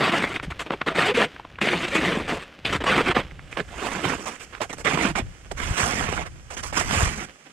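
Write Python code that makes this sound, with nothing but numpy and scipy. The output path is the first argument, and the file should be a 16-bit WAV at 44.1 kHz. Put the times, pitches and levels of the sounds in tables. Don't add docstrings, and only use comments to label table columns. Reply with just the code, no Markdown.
import sys
import numpy as np
from scipy import signal
from scipy.fft import rfft, irfft
from scipy.io import wavfile
from scipy.ndimage import map_coordinates

SR = 44100
rng = np.random.default_rng(int(sys.argv[2]) if len(sys.argv) > 2 else 0)


def unload_wav(signal):
    wavfile.write(
        sys.argv[1],
        SR,
        np.round(np.clip(np.atleast_2d(signal).T, -1, 1) * 32767).astype(np.int16),
    )


N = 331796
TIME = np.arange(N) / SR

# (freq_hz, level_db)
SNOW_SPECTRUM = [(260, -0.5), (450, -0.5), (605, -3.5), (702, -0.5), (838, -4), (1090, -2.5), (1780, -4),
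                 (2160, -2.5), (3580, -7.5), (4880, -17), (6970, -32.5), (8320, -24), (9510, -39),
                 (13600, -40.5), (15500, -56)]
# (freq_hz, level_db)
POWDER_SPECTRUM = [(2240, 2.5), (3800, -29), (4030, 0.5), (7050, 3.5), (7930, 3.5), (13100, -17.5),
                   (14400, -24), (15500, -34)]
# (time_s, pressure_db)
STEP_PRESSURES = [
    [(0.0, -22.5), (0.032, -23), (0.044, -18), (0.108, -24), (0.114, -32), (0.12, -22.5), (0.184, -21.5),
     (0.19, -30), (0.244, -25), (0.26, -33.5), (0.335, -34)],
    [(0.94, -52), (0.954, -25.5), (0.994, -19), (1.05, -23.5), (1.06, -19), (1.11, -26), (1.13, -41)],
    [(1.6, -73), (1.616, -21.5), (1.64, -26.5), (1.692, -25), (1.698, -29), (1.73, -26), (1.81, -31.5),
     (1.854, -26), (1.866, -36), (1.884, -26.5), (1.9, -41)],
    [(1.9, -36), (1.956, -21.5), (1.978, -24), (1.996, -28), (2.052, -24.5), (2.178, -31), (2.254, -39.5),
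     (2.27, -38)],
    [(2.85, -39), (2.87, -21.5), (2.926, -19.5), (2.956, -22), (2.966, -19), (3.016, -21.5), (3.03, -34),
     (3.088, -20), (3.098, -28), (3.116, -24.5), (3.135, -42)],
    [(3.68, -52), (3.696, -47), (3.87, -27), (3.906, -37), (3.922, -28), (4.028, -35.5), (4.052, -26),
     (4.152, -31.5), (4.176, -44.5), (4.204, -37), (4.25, -44)],
    [(4.84, -63), (4.848, -27), (4.898, -23.5), (4.928, -26.5), (4.946, -23), (4.97, -38), (4.978, -30.5),
     (4.994, -28), (5.044, -24.5), (5.108, -31.5), (5.13, -50)],
    [(5.56, -60), (5.578, -36), (5.618, -34), (5.762, -35), (5.778, -25), (5.98, -30.5), (6.056, -30.5),
     (6.228, -37), (6.252, -51), (6.266, -36), (6.3, -64)],
    [(6.73, -41), (6.738, -37.5), (6.774, -27), (6.806, -26), (6.842, -39), (6.952, -25.5), (6.984, -29.5),
     (7.028, -28), (7.148, -38), (7.244, -41), (7.28, -63)],
]
# (time_s, level_db)
LOOSE_POWDER = [(0, -26.5), (.3, -17.5), (1.0, -23), (1.8, -16), (2.2, -17.5), (2.95, -24.5), (3.75, -14),
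                (4.1, -12.5), (4.25, -6), (5.0, -14.5), (5.8, -6), (6.25, -13), (6.7, -4.5), (7.25, -6)]


def crunches(creak_db=5, creak_octaves=0.71, thud_octaves=0.73, boom_db=-4, boom_hz=155, boom_octaves=0.3,
             bite=0.13, usual_db=-28, powder_growth=.93):
    hz, out = np.fft.rfftfreq(2048, 1 / SR), np.zeros((2, N))
    swarm = grains(per_s=5500, spread_db=2.8, clump_db=2.4, clumps_per_s=380)
    coarse = patchy(swarm + .7 * scatter(slips()), depth_db=2.8, patch_ms=16, patch_hz=260)
    powder_grains = grains(per_s=15000, spread_db=3.5, clump_db=1.87, clumps_per_s=180)
    fine = patchy(powder_grains, depth_db=2.5, patch_ms=25, patch_hz=400)
    powder = impulse_response(gain_of(read(POWDER_SPECTRUM, hz)))
    for start, load, hiss_db, heel_hz, toe_hz, heel_db, toe_db, thud_hz in presses():
        span = round(start * SR) + np.arange(len(load))
        roll = np.linspace(0, 1, len(load))
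        mean_load = load.mean()
        bite_db = bite * (20 * np.log10(mean_load) - usual_db)
        bite_band = bite_db * bump(hz, centre_hz=5030, octaves=0.14)
        boom = gain_of(boom_db) * bump(hz, boom_hz, boom_octaves)
        sole = evened(bump(hz, thud_hz, thud_octaves) + boom)
        grain_load = evened(coarse[:, span]) * load
        for share, creak_hz, thud_db in (1 - roll, heel_hz, heel_db), (roll, toe_hz, toe_db):
            creak = creak_db * bump(hz, creak_hz, creak_octaves)
            pack = evened(gain_of(read(SNOW_SPECTRUM, hz) + creak + bite_band))
            colour = np.hypot(pack, gain_of(thud_db) * sole) * radiated(hz)
            body = impulse_response(colour) * np.sqrt(np.mean(colour ** 2))
            add(out, start, signal.fftconvolve(grain_load * share, body[None]))
        hiss = gain_of(hiss_db) * mean_load * (load / mean_load) ** powder_growth
        add(out, start, signal.fftconvolve(evened(fine[:, span]) * hiss, powder[None]))
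    return out


def presses(stutter_db=0.5, stutters_per_s=55, rise_share=0.14, fall_s=0.0095, step_db=1):
    # (heel_creak_hz, toe_creak_hz, heel_thud_db, toe_thud_db, thud_hz)
    footings = [(1150, 1470, -5, -4, 220), (1410, 2000, -10, -7.5, 420), (2430, 2250, -6, -2, 274),
                (2150, 1624, -7, 0, 336), (1100, 1700, -10.5, -0.5, 310), (750, 1400, -29, -1, 275),
                (1830, 900, -14, 0.5, 215), (1500, 980, -5, -9.5, 178), (1500, 1600, -9.5, -3, 193)]
    # (start_s, length_s, first_level_db, sag_db, creak_hz, thud_db, powder_db)
    short_crunches = [(0.338, 0.032, -29.5, -3.5, 1950, -25, -20), (0.425, 0.029, -33, 2.5, 1720, -7, -14),
                      (0.502, 0.017, -35.5, -4, 1390, -17, -17), (0.591, 0.036, -27, 6.5, 1670, -19, -10),
                      (0.662, 0.014, -35.5, 3, 2080, 2.5, -33), (0.715, 0.033, -30.5, 6, 1080, 3.5, -26),
                      (.811, 0.011, -32, 7, 1300, -11, -34), (0.86, 0.029, -29.5, -9.5, 1210, -6.5, -23),
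                      (0.902, 0.024, -38.5, -7, 750, -3, -31), (1.137, .112, -22.5, -1.5, 2090, -3, -19),
                      (2.271, 0.11, -24.5, 8.5, 1100, -3, -17), (2.392, 0.049, -38, 1, 2040, -18, -16),
                      (2.648, .029, -24.5, 0, 3020, -26, -20), (2.673, 0.063, -36.5, -9.5, 2140, -4, -16),
                      (2.724, 0.047, -25, -0.5, 1160, -9, -17), (2.802, 0.027, -28.5, 4.5, 1270, -3, -25),
                      (2.838, 0.012, -24, 8.5, 750, 4.5, -15), (3.145, 0.063, -22.5, 1.5, 1450, -2.5, -27),
                      (3.51, 0.055, -44.5, 3, 2080, -18, -9.5), (3.566, 0.045, -29.5, -1, 1390, 1.5, -20),
                      (4.254, 0.045, -31.5, 1, 745, -5, -8), (4.306, 0.062, -39.5, 4.5, 1630, -11, -7),
                      (4.393, 0.055, -43.5, 1.5, 2260, -12, -1), (4.523, 0.068, -38.5, 8, 1330, -22, -22),
                      (4.611, 0.044, -22, 16.5, 696, -22, -10), (4.693, 0.03, -33.5, 7.5, 1940, -9, -9.5),
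                      (4.728, 0.012, -34, 3, 750, -3, -3.5), (4.777, .039, -42.5, -1.5, 1150, 0, -2),
                      (5.15, 0.051, -26.5, -2, 1100, -4.5, -14), (5.515, 0.014, -33.5, 16, 750, 8, -3),
                      (6.502, 0.052, -37, 5.5, 744, -22, -5), (6.565, 0.043, -32, 5, 1500, -16, -6.5),
                      (6.625, 0.092, -33.5, 13.5, 1320, -20, -1.5)]
    stutter, loose = stutter_db * wobble(stutters_per_s), follow(LOOSE_POWDER)
    for curve, footing in zip(STEP_PRESSURES, footings):
        span = slice(max(round(curve[0][0] * SR), 0), round(curve[-1][0] * SR))
        pressure_db = np.interp(TIME[span], *np.transpose(curve))
        load = gain_of(pressure_db + stutter[span] + step_db)
        yield TIME[span][0], load, loose[span], *footing
    for start, length, first_db, sag_db, creak_hz, thud_db, hiss_db in short_crunches:
        t = np.arange(0, length + .04, 1 / SR)
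        rise = np.minimum(t / (rise_share * length), 1)
        release = np.exp(-np.maximum(t - length + fall_s / 2, 0) / fall_s)
        load = rise * release * gain_of(first_db - sag_db * np.minimum(t / length, 1))
        yield start, load, hiss_db, creak_hz, creak_hz, thud_db, thud_db, 340


def grains(per_s, spread_db, clump_db, clumps_per_s):
    size = gain_of(spread_db * np.minimum(rng.exponential(1, (2, N)), 4))
    sign = rng.choice([-1., 1.], (2, N))
    snaps = size * sign * (rng.random((2, N)) < per_s / SR)
    return evened(snaps * gain_of(clump_db * np.clip(wobble(clumps_per_s), -2, 2)))


def slips(slip_hz=230, glide=.35, glides_per_s=22, jitter=.07, uneven_db=0.5):
    rate = slip_hz * np.exp(glide * wobble(glides_per_s) + jitter * wobble(per_s=500))
    snaps = np.diff(np.floor(np.cumsum(rate) / SR), prepend=0)
    return evened(snaps * gain_of(uneven_db * rng.standard_normal((2, N))))


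def scatter(x, count=400, spread_s=.0018):
    decay = np.exp(-np.arange(count) / (spread_s * SR))
    paths = rfft(rng.standard_normal((2, count)) * decay, 2048)
    all_pass = irfft(paths / np.abs(paths))
    smear = np.roll(all_pass, 200, axis=1)
    return signal.oaconvolve(x, smear, axes=1)[:, :N]


def patchy(x, depth_db, patch_ms, patch_hz):
    z = signal.stft(x, nperseg=512, noverlap=384)[2]
    bins, frames = np.indices(z.shape[1:])
    hz, ms = bins * SR / 512, frames * 128000 / SR
    knots = rng.standard_normal((256, 1024))
    field = map_coordinates(knots, [hz / patch_hz, ms / patch_ms], order=1, mode="wrap")
    z = z * gain_of(depth_db * np.clip(evened(field), -2, 2))
    return evened(signal.istft(z, nperseg=512, noverlap=384)[1][:, :N])


def radiated(hz, corner_hz=115):
    return 1 / np.sqrt(1 + (corner_hz / (hz + 1)) ** 8)


def cracks(ring_db=13, ring_octaves=0.52, crumble_s=0.004, strain_s=0.0025, treble_db=14, sole_hz=320,
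           level_db=-1.5):
    # (time_s, peak_db, ring_hz, thud_db)
    large_cracks = [(.224, -9.5, 1230, 2), (.241, -7, 1380, 12), (.362, -13, 2070, -24),
                    (.399, -15, 1662, -20), (.522, -19.5, 1440, -23), (.596, -19, 3870, -10),
                    (.707, -8.5, 1100, 8), (.738, -13.5, 1010, -11), (.816, -10.5, 1340, -32),
                    (.872, -17, 1183, 3), (.885, -9.5, 1240, -19), (1.364, -25, 1500, -17),
                    (1.398, -21, 883, -7), (1.451, -23.5, 1000, 6), (1.557, -31, 2270, -16),
                    (1.588, -19, 1440, -13), (1.615, -10.5, 1831, -31), (1.673, -8.5, 2070, 24),
                    (1.688, -7, 2340, -16), (1.733, -9, 1230, 10), (1.853, -20, 1500, -12),
                    (2.173, -16, 920, 30), (2.322, -14.5, 930, 24), (2.655, -10, 3132, -18),
                    (2.699, -20, 2185, -16), (2.842, -13, 1100, 3), (3.168, -5.5, 1470, 17),
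                    (3.312, -30, 2070, -14), (3.394, -25.5, 1620, -16), (3.528, -19, 2090, -6),
                    (3.573, -11, 622, -16), (4.054, -13.5, 844, -14), (4.551, -20, 1340, -26),
                    (4.608, -19.5, 623, -17), (4.975, -9.5, 991, 13), (5.515, -18, 650, -9),
                    (6.09, -18, 1230, 7), (6.127, -13, 969, 19), (6.178, -16.5, 1400, 0),
                    (6.637, -22, 4250, -28), (6.728, -17, 700, 13), (6.775, -11, 1200, -3)]
    hz, t, out = np.fft.rfftfreq(1024, 1 / SR), np.arange(-600, 1500) / SR, np.zeros((2, N))
    treble = np.clip((hz - 3000) / 2500, 0, 1)
    crumb_envelope = np.exp(np.minimum(t / strain_s, -t / crumble_s))
    for s, peak_db, ring_hz, thud_db in [*large_cracks, *small_cracks()]:
        crumbs = rng.standard_normal((2, len(t))) * crumb_envelope
        snap = (t == 0) + .085 * crumbs
        bright_db = treble_db + np.interp(s, *np.transpose(LOOSE_POWDER))
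        resonance = ring_db * bump(hz, ring_hz, ring_octaves)
        colour = gain_of(read(SNOW_SPECTRUM, hz) + resonance + bright_db * treble)
        colour += gain_of(thud_db) * bump(hz, sole_hz, octaves=0.74)
        sound = signal.fftconvolve(snap, impulse_response(colour * radiated(hz))[None])
        peak = np.abs(sound).max(axis=1, keepdims=True)
        add(out, s + t[0], gain_of(peak_db + level_db) * sound / peak)
    return out


def small_cracks(count=2, over_db=7, low_hz=700, high_hz=2400, thud_db=-10):
    for curve in STEP_PRESSURES:
        s, pressure_db = np.transpose(curve)
        for when, pitch in rng.random((count, 2)):
            at = s[0] + when * (s[-1] - s[0])
            ring_hz = low_hz * (high_hz / low_hz) ** pitch
            yield at, np.interp(at, s, pressure_db) + over_db, ring_hz, thud_db


def squeaks(jitter=0.019, overtone_db=-11, slope_db=-2):
    # (start_s, end_s, first_pitch_hz, last_pitch_hz, level_db)
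    groans = [(.895, 0.94, 690, 620, -35.5), (.978, 0.994, 470, 527, -28), (1.08, 1.123, 439, 395, -24),
              (1.108, 1.135, 480, 500, -28), (1.172, 1.19, 400, 520, -19.5),
              (1.215, 1.284, 443, 513, -37.5), (1.659, 1.768, 391, 337, -33),
              (2.856, 2.905, 1127, 1147, -27), (2.872, 2.925, 491, 533, -30),
              (3.004, 3.015, 430, 463, -19.5), (3.072, 3.107, 352, 400, -26),
              (4.603, 4.615, 626, 637, -28.5)]
    out, waver = np.zeros((2, N)), 1 + jitter * wobble(per_s=400)
    for start, end, first_hz, last_hz, level_db in groans:
        hz = np.linspace(first_hz, last_hz, max(round((end - start) * SR), 64))
        phase = 2 * np.pi * np.cumsum(hz * waver[round(start * SR):][:len(hz)]) / SR
        tone = np.sin(phase)
        for k in range(2, 7):
            overtone = np.sin(k * phase + 2 * np.pi * rng.random())
            tone += gain_of(overtone_db + slope_db * (k + 0.5)) * overtone
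        add(out, start, gain_of(level_db) * evened(tone * np.hanning(len(hz)) ** .5)[None])
    return out


def rustle(swing_db=3, swing_lag_s=0.032, swing_spread_s=0.18, level_db=-3, flutter_db=0.9):
    # (freq_hz, level_db)
    cloth_spectrum = [(88, -33), (150, -5), (302, -5.5), (381, -9), (519, -6.5), (708, -11), (781, -8.5),
                      (877, -15), (1270, -11), (1450, -10.5), (2060, -12), (3100, -13.5), (4390, -22),
                      (12800, -46.5), (15500, -47)]
    # (time_s, level_db)
    cloth_levels = [(0, -51), (1.3, -42), (1.53, -53), (2.5, -46), (3.3, -48), (6.3, -54), (7.52, -52.5)]
    # (time_s, level_db)
    hiss_levels = [(0, -72), (2.6, -84), (3.7, -59.5), (7.52, -62.5)]
    crumbs = grains(per_s=2500, spread_db=6.5, clump_db=4.5, clumps_per_s=81)
    colour = impulse_response(gain_of(read(cloth_spectrum, np.fft.rfftfreq(2048, 1 / SR))))
    trickle = signal.oaconvolve(crumbs, colour[None])[:, :N]
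    cloth = evened(noise(cloth_spectrum) + 1.03 * trickle)
    swing = np.zeros(N)
    for curve in STEP_PRESSURES:
        since_swing = TIME - curve[-1][0] - swing_lag_s
        swing += np.exp(-.5 * (since_swing / swing_spread_s) ** 2)
    cloth_db = follow(cloth_levels) + level_db + swing_db * swing + flutter_db * wobble(per_s=28)
    hiss = noise(POWDER_SPECTRUM) * gain_of(follow(hiss_levels))
    return cloth * gain_of(cloth_db) + hiss


def wind(level_db=-1.0, lumps_db=1.0, apart=0.73):
    # (freq_hz, level_db)
    breeze_spectrum = [(11, -13), (18, -7), (59, 3.5), (172, -8), (212, -26), (321, -23), (370, -17),
                       (400, -50), (520, -56), (880, -120)]
    # (time_s, level_db)
    breeze_levels = [(0.0, -56), (0.5, -36), (0.69, -53), (1.23, -44.5), (1.28, -54), (2.32, -38.5),
                     (2.55, -63), (2.68, -36), (4.02, -45), (4.06, -38), (4.4, -55.5), (5.25, -33.5),
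                     (5.38, -52), (5.72, -27), (5.78, -51), (5.84, -40), (5.86, -39), (6.2, -35),
                     (6.43, -48.5), (7.06, -26.5), (7.48, -81), (7.52, -64)]
    # (middle_s, amplitude_db, pitch_hz)
    puffs = [(0.483, -20, 155), (2.761, -23, 130), (3.1, -17, 136), (3.19, -19, 145), (4.062, -19, 132),
             (5.229, -20, 91), (5.712, -14, 95), (5.837, -16.5, 90), (6.092, -18, 93.5), (6.954, -21, 130),
             (6.976, -14.5, 85.5), (7.035, -9, 88)]
    breeze_db = follow(breeze_levels) + level_db + lumps_db * wobble(per_s=20)
    shared, differing = noise(breeze_spectrum) * gain_of(breeze_db)
    out = np.array([shared + apart * differing, shared - apart * differing])
    t = np.arange(-1500, 1500) / SR
    for s, amplitude_db, hz in puffs:
        puff = gain_of(amplitude_db) * np.sin(2 * np.pi * hz * t) * np.exp(-np.abs(hz * t) / 0.44)
        add(out, s + t[0], puff * gain_of([[1], [-1]]))
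    return out


def ports(sound):
    # (freq_hz, level_db)
    left_shade = [(100, 0.1), (350, -1), (700, -8), (1200, -17), (2400, -14), (4400, -5.5), (8000, -7.5),
                  (15000, -2.5)]
    # (freq_hz, likeness from 0 to 1)
    port_likeness = [(100, 0.95), (350, 1), (1000, 1), (3000, 0.15), (7000, 0.84), (15000, 0.073)]
    # (freq_hz, lag_rad)
    left_lag = [(100, .05), (500, .8), (1500, 2.4), (3000, 2.0), (5000, 3.2), (8000, 4.4), (11400, 6.5),
                (15000, 9.3)]
    hz = np.fft.rfftfreq(N, 1 / SR)
    direct, scattered = rfft(sound)
    shade, same = gain_of(read(left_shade, hz)), np.clip(read(port_likeness, hz), 0, 1)
    through = shade * same * np.exp(-1j * read(left_lag, hz))
    stray = shade * np.sqrt(1 - same ** 2)
    centre = np.hypot(np.abs(1 + through), stray) / 2
    return irfft(np.array([through * direct + stray * scattered, direct]) / centre, N)


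def gain_of(db):
    return 10 ** (np.asarray(db) / 20)


def evened(x):
    return x / np.sqrt(np.mean(np.abs(x) ** 2) + 1e-20)


def read(points, hz):
    f, value = np.transpose(points)
    return np.interp(np.log(hz + 1), np.log(f + 1), value)


def follow(curve):
    return np.interp(TIME, *np.transpose(curve))


def add(mix, s, sound):
    part = mix[:, max(round(s * SR), 0):][:, :sound.shape[1]]
    part += sound[:, :part.shape[1]]


def bump(hz, centre_hz, octaves):
    return np.exp(-.5 * (np.log2((hz + 1) / centre_hz) / octaves) ** 2)


def impulse_response(gain):
    log_gain = np.log(np.maximum(gain / gain.max(), 1e-5))
    circle = np.concatenate([log_gain, log_gain[-2:0:-1]])
    response = np.fft.ifft(np.exp(np.conj(signal.hilbert(circle)))).real
    return response / np.linalg.norm(response)


def noise(spectrum):
    white = rfft(rng.standard_normal((2, N)))
    gain = gain_of(read(spectrum, np.fft.rfftfreq(N, 1 / SR)))
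    return evened(irfft(white * gain, N))


def wobble(per_s):
    knots = rng.standard_normal(N)
    return np.interp(TIME * per_s, np.arange(N), knots) * np.sqrt(3 / 2)


def scene(near_db=-9):
    cloth = rustle()
    from_below = ports(crunches() + cracks() + squeaks() + cloth)
    return from_below + gain_of(near_db) * cloth[1] + wind()


def record(dry, band_hz=4050, band_octaves=0.21, mono_cut_db=-2, width_cut_db=-3, edge_hz=15600):
    # (time_s, width from 0 to 1)
    width_curve = [(2.8, 0), (3.1, 0.17), (3.5, 0.48), (4.2, 0.71), (5.0, 0.82), (5.8, 1)]
    width = np.clip(follow(width_curve), 0, 1)
    mid, side = (dry[0] + dry[1]) / 2, (dry[0] - dry[1]) / 2 * width
    pair = np.array([mid + side, mid - side])
    band = irfft(rfft(pair) * bump(np.fft.rfftfreq(N, 1 / SR), band_hz, band_octaves), N)
    heard = pair + band * (gain_of(mono_cut_db + width * width_cut_db) - 1)
    rounded = heard / (1 + (heard / .56) ** 6) ** (1 / 6)
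    low_pass = signal.firwin(511, edge_hz, window=("kaiser", 9), fs=SR)
    return signal.oaconvolve(rounded, low_pass[None], "same")


dry = scene()
out = record(dry)
unload_wav(out)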